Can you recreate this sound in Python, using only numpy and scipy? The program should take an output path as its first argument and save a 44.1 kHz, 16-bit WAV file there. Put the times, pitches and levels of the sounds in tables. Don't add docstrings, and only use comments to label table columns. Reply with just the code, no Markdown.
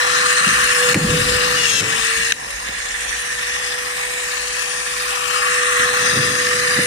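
import sys
import numpy as np
from scipy import signal
from scipy.fft import rfft, irfft, next_fast_len
from scipy.io import wavfile
from scipy.ndimage import uniform_filter1d, map_coordinates

SR = 44100
rng = np.random.default_rng(int(sys.argv[2]) if len(sys.argv) > 2 else 0)


def waveform_to_disk(signal):
    frames = np.transpose(np.atleast_2d(signal))
    scaled = np.clip(frames, -1, 1) * 32767
    samples = np.round(scaled).astype(np.int16)
    wavfile.write(sys.argv[1], SR, samples)


def ratio_of_db(decibels):
    return 10 ** (np.asarray(decibels, float) / 20)


N = 302526

# time in seconds, exhaust level in dB, nearness to the sheet in dB,
# aim left over right in dB, nozzle turned to the phone in dB.
HOLDING = [(0, -25, 4, 1.5, 2), (.45, -23.5, 4.5, 1, 2), (.9, -23.5, 1, 0.5, -0.5),
           (1.15, -21.5, 0.5, 1.5, -1), (1.5, -23, 1, 2.5, 0), (2.0, -22, -3.5, 6, -1),
           (2.3, -26, -7, -2, 2), (2.5, -26.5, -2.5, -5.5, 0), (3.0, -27, -3.5, -6, 1),
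           (3.35, -27, -4, -3.5, 1.5), (3.8, -28.5, 0, -1, 2), (4.1, -28.5, -4, -3.5, -0.5),
           (4.6, -27.5, -3.5, 1, -3), (5.0, -27.5, -1, -2.5, -2.5), (5.26, -26.5, 1.5, 7, -3.5),
           (5.55, -26, 5.5, 1, 4.5), (6.3, -25, 2, 1.5, 2.5), (6.86, -24.5, 0.5, 0.5, 3.5)]
# frequency in Hz, width in Hz, level in dB.
SHEET_MODES = [(95.6, 23.6, -3), (135, 58, -1), (178.4, 43, 0.5), (228.4, 41.5, -3), (300, 56, -4),
               (402, 160, -8.5), (504, 98, -5.5), (830, 27, -30.5)]
GRIP_S, SNAP_S, BITE_S = 1.56, 1.81, 0.015
PORT_DELAY_S = 26 / SR
ASIDE_S = 2


def fizz_level():
    return curves(HOLDING)[1 - 1] + 1 * load()


def air():
    # frequency in Hz, level in dB per Hz.
    left_colour = [(420, -10), (640, -4), (1100, 3.5), (1350, 5.5), (1800, 10), (2200, 6.5), (2750, 11),
                   (3200, 4), (4400, 3.5), (7000, 3.5), (9200, 1), (10500, -3.5), (12000, -9.5),
                   (14900, -18)]
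    right_colour = [(420, -48), (560, 4), (690, -13.5), (820, 2.5), (1100, 4.5), (1260, 1.5), (1580, 10),
                    (1820, 14), (2150, 12), (2750, 6), (3200, -2.5), (9500, -10), (10500, -20),
                    (14900, -23)]
    # frequency in Hz, likeness from 0 to 1.
    likeness = [(400, 0.61), (700, 1), (1500, 0.94), (2600, 0.66), (3400, 0.39), (6000, 0.55),
                (11000, 0.033)]
    # frequency in Hz, phase in radians.
    port_phase = [(300, -25), (480, -1.5), (580, 0.97), (760, -1.2), (960, 0.4), (1180, 0.28), (1500, -1.5),
                  (1900, 0.9), (2250, 0.54), (3000, -0.07), (5000, -1.5)]
    # frequency in Hz, level in dB.
    housing = [(560, 0), (650, -4), (760, 1), (1000, 0), (1170, 2), (1330, 0), (1570, -2.5), (1700, 1.5),
               (1900, 2.5), (2090, -4), (2350, 0)]

    _, near_db, aim_db, facing_db = curves(HOLDING)
    fizz_db = fizz_level()
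    pan_db = aim_db + 1.5 * load()

    def part_db(base_db, per_near_db, at_load_db):
        return base_db + per_near_db * near_db + at_load_db * load()

    def alike(hz):
        return np.clip(along(likeness, hz), 0, 1)

    def late(hz):
        return np.exp(-1j * (2 * np.pi * hz * PORT_DELAY_S + along(port_phase, hz)))

    def colour(hz):
        ports_db = [along(left_colour, hz), along(right_colour, hz)]
        return ratio_of_db(ports_db + along(housing, hz)) * (hz > 330)

    def scale(part):
        return part / np.std(part.mean(axis=0))

    left, other = patchy(fine_db=1.5, broad_db=3.5)
    shared = filtered(left, lambda hz: alike(hz) * late(hz))
    own = filtered(other, lambda hz: np.sqrt(1 - alike(hz) ** 2))
    jet = filtered(np.array([left, shared + own]), colour)

    # crossovers, 100 Hz wide, cut the jet into five parts
    below = [filtered(jet, lambda hz: np.clip((edge + 50 - hz) / 100, 0, 1)) for edge in (1040, 1500, 2150, 3200)]
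    drone, roar, whistle, nose, fizz = np.diff([0 * jet, *below, jet], axis=0)

    body = ratio_of_db(part_db(-6, 1, -9.5)) * scale(roar)
    body = body + ratio_of_db(part_db(0, 0.01, -6.5) + facing_db + 0.25 * wobble(60)) * scale(whistle)
    body = body + ratio_of_db(part_db(-5, 0.05, -4)) * scale(nose)
    flutter = ratio_of_db(0.32 * wobble(12) + 0.51 * wobble(45) + 0.69 * wobble(120))
    aimed_body = panned(0.98, 0.78 * pan_db) * body
    hiss = ratio_of_db(fizz_db) * (flutter * scale(fizz) + flutter ** 0.93 * aimed_body)

    thinning_db = -3.5 * (np.arange(N) > ASIDE_S * SR)
    spared_db = -0.98 * creep()
    drone_db = part_db(-40, 0.15, -1.1) + thinning_db + spared_db + 1.4 * wobble(4.84)
    return hiss + ratio_of_db(drone_db) * scale(drone)


def patchy(fine_db, broad_db):
    # time in seconds, peak off the sheet in Hz,
    # peak off the hand in Hz, level off the hand in dB.
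    mirror_paths = [(0, 9500, 4150, 1.5), (.86, 9000, 4400, 1.5), (1.3, 9300, 5100, 4),
                    (1.57, 8950, 4000, -0.5), (1.95, 8900, 3500, 6), (2.3, 9400, 3930, -1),
                    (4.1, 8870, 4300, 0.5), (4.6, 10060, 4300, 1.5), (5.1, 8950, 4140, 0.5),
                    (6.86, 9000, 3920, 2)]
    hz, t, z = signal.stft(rng.standard_normal((2, N)), SR, nperseg=512)
    s, *cols = np.transpose(mirror_paths)
    sheet_hz, hand_hz, hand_db = [np.interp(t, s, c) for c in cols]
    rows_hz = hz[:, None]

    def blur(bins, frames):
        smooth = uniform_filter1d(rng.standard_normal(z.shape), bins, 1)
        return unit(uniform_filter1d(smooth, frames, 2))

    def hat(off):
        return np.cos(np.pi * off) * np.exp(-off ** 2 / 2)

    bands_db = broad_db * along([(2000, .2), (4000, 1)], hz)[:, None] * blur(4, 70)
    glare_db = 3 * hat((rows_hz - sheet_hz) / 1700) + hand_db * hat((rows_hz - hand_hz) / 1000)
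    corner_db = 3.6 * np.exp(-((rows_hz - 1560) / 140) ** 2) * (t < ASIDE_S)
    shifted = z * ratio_of_db(fine_db * blur(9, 5) + bands_db + glare_db + corner_db)
    return signal.istft(shifted, nperseg=512)[1][:, :N]


def motor():
    # time in seconds, speed in turns per second.
    speed = [(0, 492), (1.56, 492), (1.65, 480), (1.72, 464), (1.8, 447), (2.0, 452.5), (2.16, 457.8),
             (2.4, 465), (2.65, 477), (3.0, 483), (3.4, 487), (3.8, 490.5), (4.3, 491.5), (6.86, 492)]
    # time in seconds, level in dB.
    humming = [(0, -31.5), (.19, -28), (.38, -29.5), (.44, -37), (.72, -32), (.84, -21), (.98, -22.5),
               (1.18, -19), (1.55, -26), (1.7, -35.5), (1.76, -43), (1.82, -31), (2.25, -36), (2.77, -43.5),
               (3.8, -34.5), (5.0, -36), (5.8, -26.5), (6.86, -26.5)]
    # multiple of the shaft, level over the fizz in dB, left over right in dB.
    whine = [(2, -23, -3), (3, -21, -2), (5, -23, 2), (10, -28, 8), (11, -26, 8), (11.71, -28, 8),
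             (12, -21, 8), (13.22, -23, 9), (15.63, -24, 10), (18.06, -20, 11), (19.53, -28, 11),
             (20.88, -27, 14), (21.6, -30, 12), (29, -35, 20)]
    # multiple of the shaft, level in dB, left over right in dB.
    gear_orders = [(4.42, -33, -2), (5.885, -22, 5), (6.97, -28, 5), (7.35, -31, 5), (9.05, -33, 6),
                   (11.6, -34, 8), (13.95, -30, 9)]

    turn = 2 * np.pi * np.cumsum(curves(speed)[0]) / SR
    level = ratio_of_db(curves(humming)[0] + 1.5 + 0.33 * wobble(8.1) + 0.65 * wobble(22))
    port_drift = np.array([[-.3], [.3]]) + .2 * np.array([wobble(3), wobble(3)])
    fundamental = panned(level, -5.5) * np.sin(turn + .15 * wobble(30) + port_drift)

    free = 0
    for k, db, pan_db in whine:
        looseness = .06 if k % 1 == 0 else .16
        shake = looseness * k ** .7 * wobble(60)
        lag = rng.uniform(.6, 1.6) + 1.3 * (k == 2)
        line = np.sin(k * turn + shake + [[0], [lag]])
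        free = free + panned(line * ratio_of_db(db + 2.5 * wobble(4)), pan_db)

    gears = 0
    for k, db, pan_db in gear_orders:
        line = np.sin(k * turn + .3 * wobble(40) + [[0], [1]])
        strain_db = (k > 6) * 6 * (load() - .5)
        gears = gears + panned(line * ratio_of_db(db + strain_db + 1.2 * wobble(25)), pan_db)

    bite = np.clip(load() * (SNAP_S - GRIP_S) / BITE_S, 0, 1)
    return fundamental + ratio_of_db(fizz_level() + 6.0) * free + bite * gears


def load():
    t = np.arange(N) / SR
    return (t - GRIP_S) / (SNAP_S - GRIP_S) * (t > GRIP_S) * (t < SNAP_S)


def stem():
    # frequency in Hz, width in Hz, level in dB, left over right in dB.
    stem_modes = [(1700, 100, 0, -8), (2610, 150, -3, 11), (2840, 150, 2, 5), (3780, 160, -4, 13),
                  (6100, 230, -5, 18), (8960, 330, -23, -3)]
    drop_s, drop_db, closing_ms = 2.3213, -7.5, 3.6
    t = np.arange(N) / SR - drop_s
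    chatter = .1 * rng.standard_normal(N) * (t > 0) * (t < .02)
    blows = (np.arange(N) == round(drop_s * SR)) + chatter
    ports = np.array([blows, np.roll(blows, round(PORT_DELAY_S * SR))])

    def steel(f):
        return sum(panned(modes([(hz, width, db)])(f), pan_db) for hz, width, db, pan_db in stem_modes)

    clack = filtered(ports, lambda f: steel(f) / (1 + 1j * f / 7000) ** 2)
    clack /= np.std(clack[:, (t > 0) & (t < .004)])
    gate_ms = [0, closing_ms, closing_ms + 1.2, closing_ms + 6, closing_ms + 10]
    gate_db = np.interp(t * 1000, gate_ms, [-1, 0, -21, -25, -50])
    return clack * ratio_of_db(drop_db + gate_db)


def bumps():
    # start in seconds, peak in dB, contact in ms, tick level in dB.
    contacts = [
        (.9437, -14, .3, -9.5),
        (.466, -17, 1.5, -26),
        (1.804, -15, .6, -19),
        (2.686, -27, .25, -30),
        (5.789, -24, 2.5, -40),
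        (6.129, -21, 1.5, -35),
        (6.165, -20, .6, -30),
        (6.771, -19, .7, -28),
    ]
    pushes, ticks, t = np.zeros(N + SR), np.zeros(N + SR), np.arange(2000) / SR
    for s, db, ms, tick_db in contacts:
        start = round(s * SR)
        push = t / ms * np.exp(-1000 * t / ms)
        pushes[start:][:len(t)] += ratio_of_db(db + 41.0) * push / push.sum()
        grit = rng.standard_normal(len(t)) + 7 * (t == 0)
        ticks[start:][:len(t)] += ratio_of_db(tick_db - 60 * t / .05) * grit
    tick = filtered(ticks[:N], modes([(2050, 630, 13), (1010, 1500, -7), (5300, 2500, -7)]))
    return filtered(pushes[:N], modes(SHEET_MODES)) + tick


def edge_waves():
    # time in seconds, peak in dB, frequency in Hz, length in ms.
    returns = [(.475, -16.5, 190, 6.3), (.961, -14, 300, 5), (0.976, -9, 185, 7), (1.031, -15.5, 164, 15),
               (1.05, -11, 199, 7.3), (1.101, -13, 90, 4.2), (1.148, -18.5, 161, 38),
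               (1.221, -16, 141, 6.6), (1.36, -26.5, 101, 17), (6.204, -23, 135, 16), (6.289, -30, 129, 15)]
    now = np.arange(N) / SR
    waves = np.zeros(N)
    for s, db, hz, ms in returns:
        swell = np.exp(-(1000 * (now - s) / ms) ** 2)
        waves += ratio_of_db(db) * swell * np.cos(2 * np.pi * hz * (now - s))
    return waves


def sheet_rumble():
    # time in seconds, level in dB, rise in seconds, t60 in seconds.
    shakes = [(.48, -32, 0.029, 0.9), (.94, -29, .15, .3), (.96, -21, .01, 0.46), (1.08, -25.5, .06, 2.2),
              (1.6, -38, .05, .5), (1.74, -34, 0.044, .4), (1.82, -28, 0.024, 0.67), (.1, -43.5, .2, 12),
              (2.19, -42, 0.072, 1), (2.69, -44, 0.0088, 0.23), (5.8, -36.5, 0.022, 1.2),
              (6.03, -33.5, 0.066, 0.74), (6.18, -23.5, 0.092, 0.52), (6.3, -36.5, .1, 8.5),
              (6.79, -24, .015, 0.28)]
    flex_db = swells(shakes, -51 + 0.43 * curves(HOLDING)[1])
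    rumble = unit(filtered(rng.standard_normal(N), modes(SHEET_MODES)))

    def upper_modes(hz):
        return modes(SHEET_MODES[2:])(hz) * hz ** 2 / (hz ** 2 + 60 ** 2)

    apart = unit(filtered(rng.standard_normal(N), upper_modes))
    return ratio_of_db(flex_db + 1.0 + 0.8 * wobble(14)) * rumble + ratio_of_db(flex_db - 16) * apart * [[1], [-1]]


def low_hum():
    # frequency in Hz, level in dB per Hz.
    hum_colour = [(12, -17), (30, -6), (45, 0.5), (56, -2.5), (66, -2), (85, -24.5)]
    # time in seconds, level in dB, rise in seconds, t60 in seconds.
    hum_swells = [(.5, -35.5, .03, 1.5), (1.05, -28.5, 0.066, 1.7), (1.32, -31.5, .12, 1.3),
                  (2.0, -38, .06, .6), (2.19, -34, .06, .5), (2.5, -38.5, .07, 6.2),
                  (5.55, -46, 0.092, 1.2), (5.85, -44, 0.079, .8), (6.2, -44, .05, 1.5)]
    hum_db = swells(hum_swells, -48) + 1.5 * wobble(7.4)
    now = np.arange(N) / SR
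    machine = ratio_of_db(-2.5) * np.sin(2 * np.pi * 58 * now + 3.5 * wobble(3))
    broad = unit(filtered(rng.standard_normal(N), lambda hz: ratio_of_db(along(hum_colour, hz))))
    return ratio_of_db(hum_db) * (machine + ratio_of_db(-2) * broad)


def swells(rows, rest_db):
    t = np.arange(0, N + 32, 32) / SR
    power = 0
    for s, db, rise, t60 in rows:
        fall_db = np.where(t < s, 20 * (s - t) / rise, 60 * (t - s) / t60)
        power = power + ratio_of_db(2 * (db - fall_db))
    return 10 * np.log10(np.interp(np.arange(N) / SR, t, power) + ratio_of_db(2 * rest_db))


def creep():
    # time in seconds, depth in dB, time constant in seconds.
    drops = [
        (0.947, -7.5, 0.33),
        (1.812, -7.5, 0.099),
        (2.3246, -9, 1),
        (2.3255, -3, .15),
    ]
    t = np.arange(N) / SR
    return sum(db * np.exp(-np.abs(t - s) / tau) * (t >= s) for s, db, tau in drops)


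def duck():
    # time of the blow in seconds, depth in dB, lead in seconds.
    dips = [
        (.9437, -10, .012),
        (2.3213, -10, .008),
    ]
    t = np.arange(N) / SR
    return sum(np.interp(t - s, [-lead, -lead / 3, -.0002, 0], [0, db, db, 0]) for s, db, lead in dips)


def starve(x):
    # frequency in Hz, share of the time silent at the left, and at the right.
    silent_share = [(3000, 0, .01), (9800, 0, .05), (10500, 0, .5), (11500, .02, .85), (12300, .35, .95),
                    (13000, .45, .55), (13700, .8, .9), (14250, .1, .8), (14700, .55, .7)]
    hz, t, z = signal.stft(x, SR, nperseg=2048)
    luck = uniform_filter1d(rng.standard_normal((2, 65, len(t))), size=5, axis=2)
    rank = luck.argsort(axis=2).argsort(axis=2) / len(t)
    f, *shares = np.transpose(silent_share)
    band_hz = hz // (SR / 128) * SR / 128 + 170
    silent = np.array([np.interp(band_hz, f, share) for share in shares])
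    keep = rank[:, np.arange(len(hz)) // 16] >= silent[..., None]
    return signal.istft(z * keep * (hz < 15050)[:, None], SR, nperseg=2048)[1][:, :N]


def unit(x):
    return x / np.sqrt(np.mean(x ** 2) + 1e-20)


def along(points, hz):
    f, v = np.transpose(points)
    return np.interp(np.log(hz + 1), np.log(f + 1), v)


def curves(rows):
    s, *cols = np.transpose(rows)
    return [np.interp(np.arange(N) / SR, s, c) for c in cols]


def wobble(rate):
    steps = np.arange(0, N + 32, 32)
    knots = rng.standard_normal(int(N * rate / SR) + 4)
    return np.interp(np.arange(N), steps, map_coordinates(knots, [steps * rate / SR]))


def filtered(x, response):
    m = next_fast_len(N + SR // 2)
    return irfft(rfft(x, m) * response(np.fft.rfftfreq(m, 1 / SR)), m)[..., :N]


def modes(table):
    def response(f):
        total = 0
        for k, (centre, width, db) in enumerate(table):
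            damping = 1j * f * width
            total = total + (-1) ** k * ratio_of_db(db) * damping / (centre * centre - f * f + damping)
        return total
    return response


def panned(x, db):
    return x * ratio_of_db(np.array([db / 2, -db / 2]).reshape(2, -1))


def scene():
    tool = air() + motor()
    sheet = bumps() + edge_waves() + sheet_rumble() + low_hum()
    return ratio_of_db(duck()) * (ratio_of_db(creep()) * tool + sheet) + stem()


def low_pass(x):
    return signal.sosfilt(signal.butter(12, 15680, fs=SR, output="sos"), x)


def record(dry):
    clipped = dry / (1 + np.abs(dry) ** 14) ** (1 / 14)
    return low_pass(starve(clipped))


dry = scene()
out = record(dry)
waveform_to_disk(out)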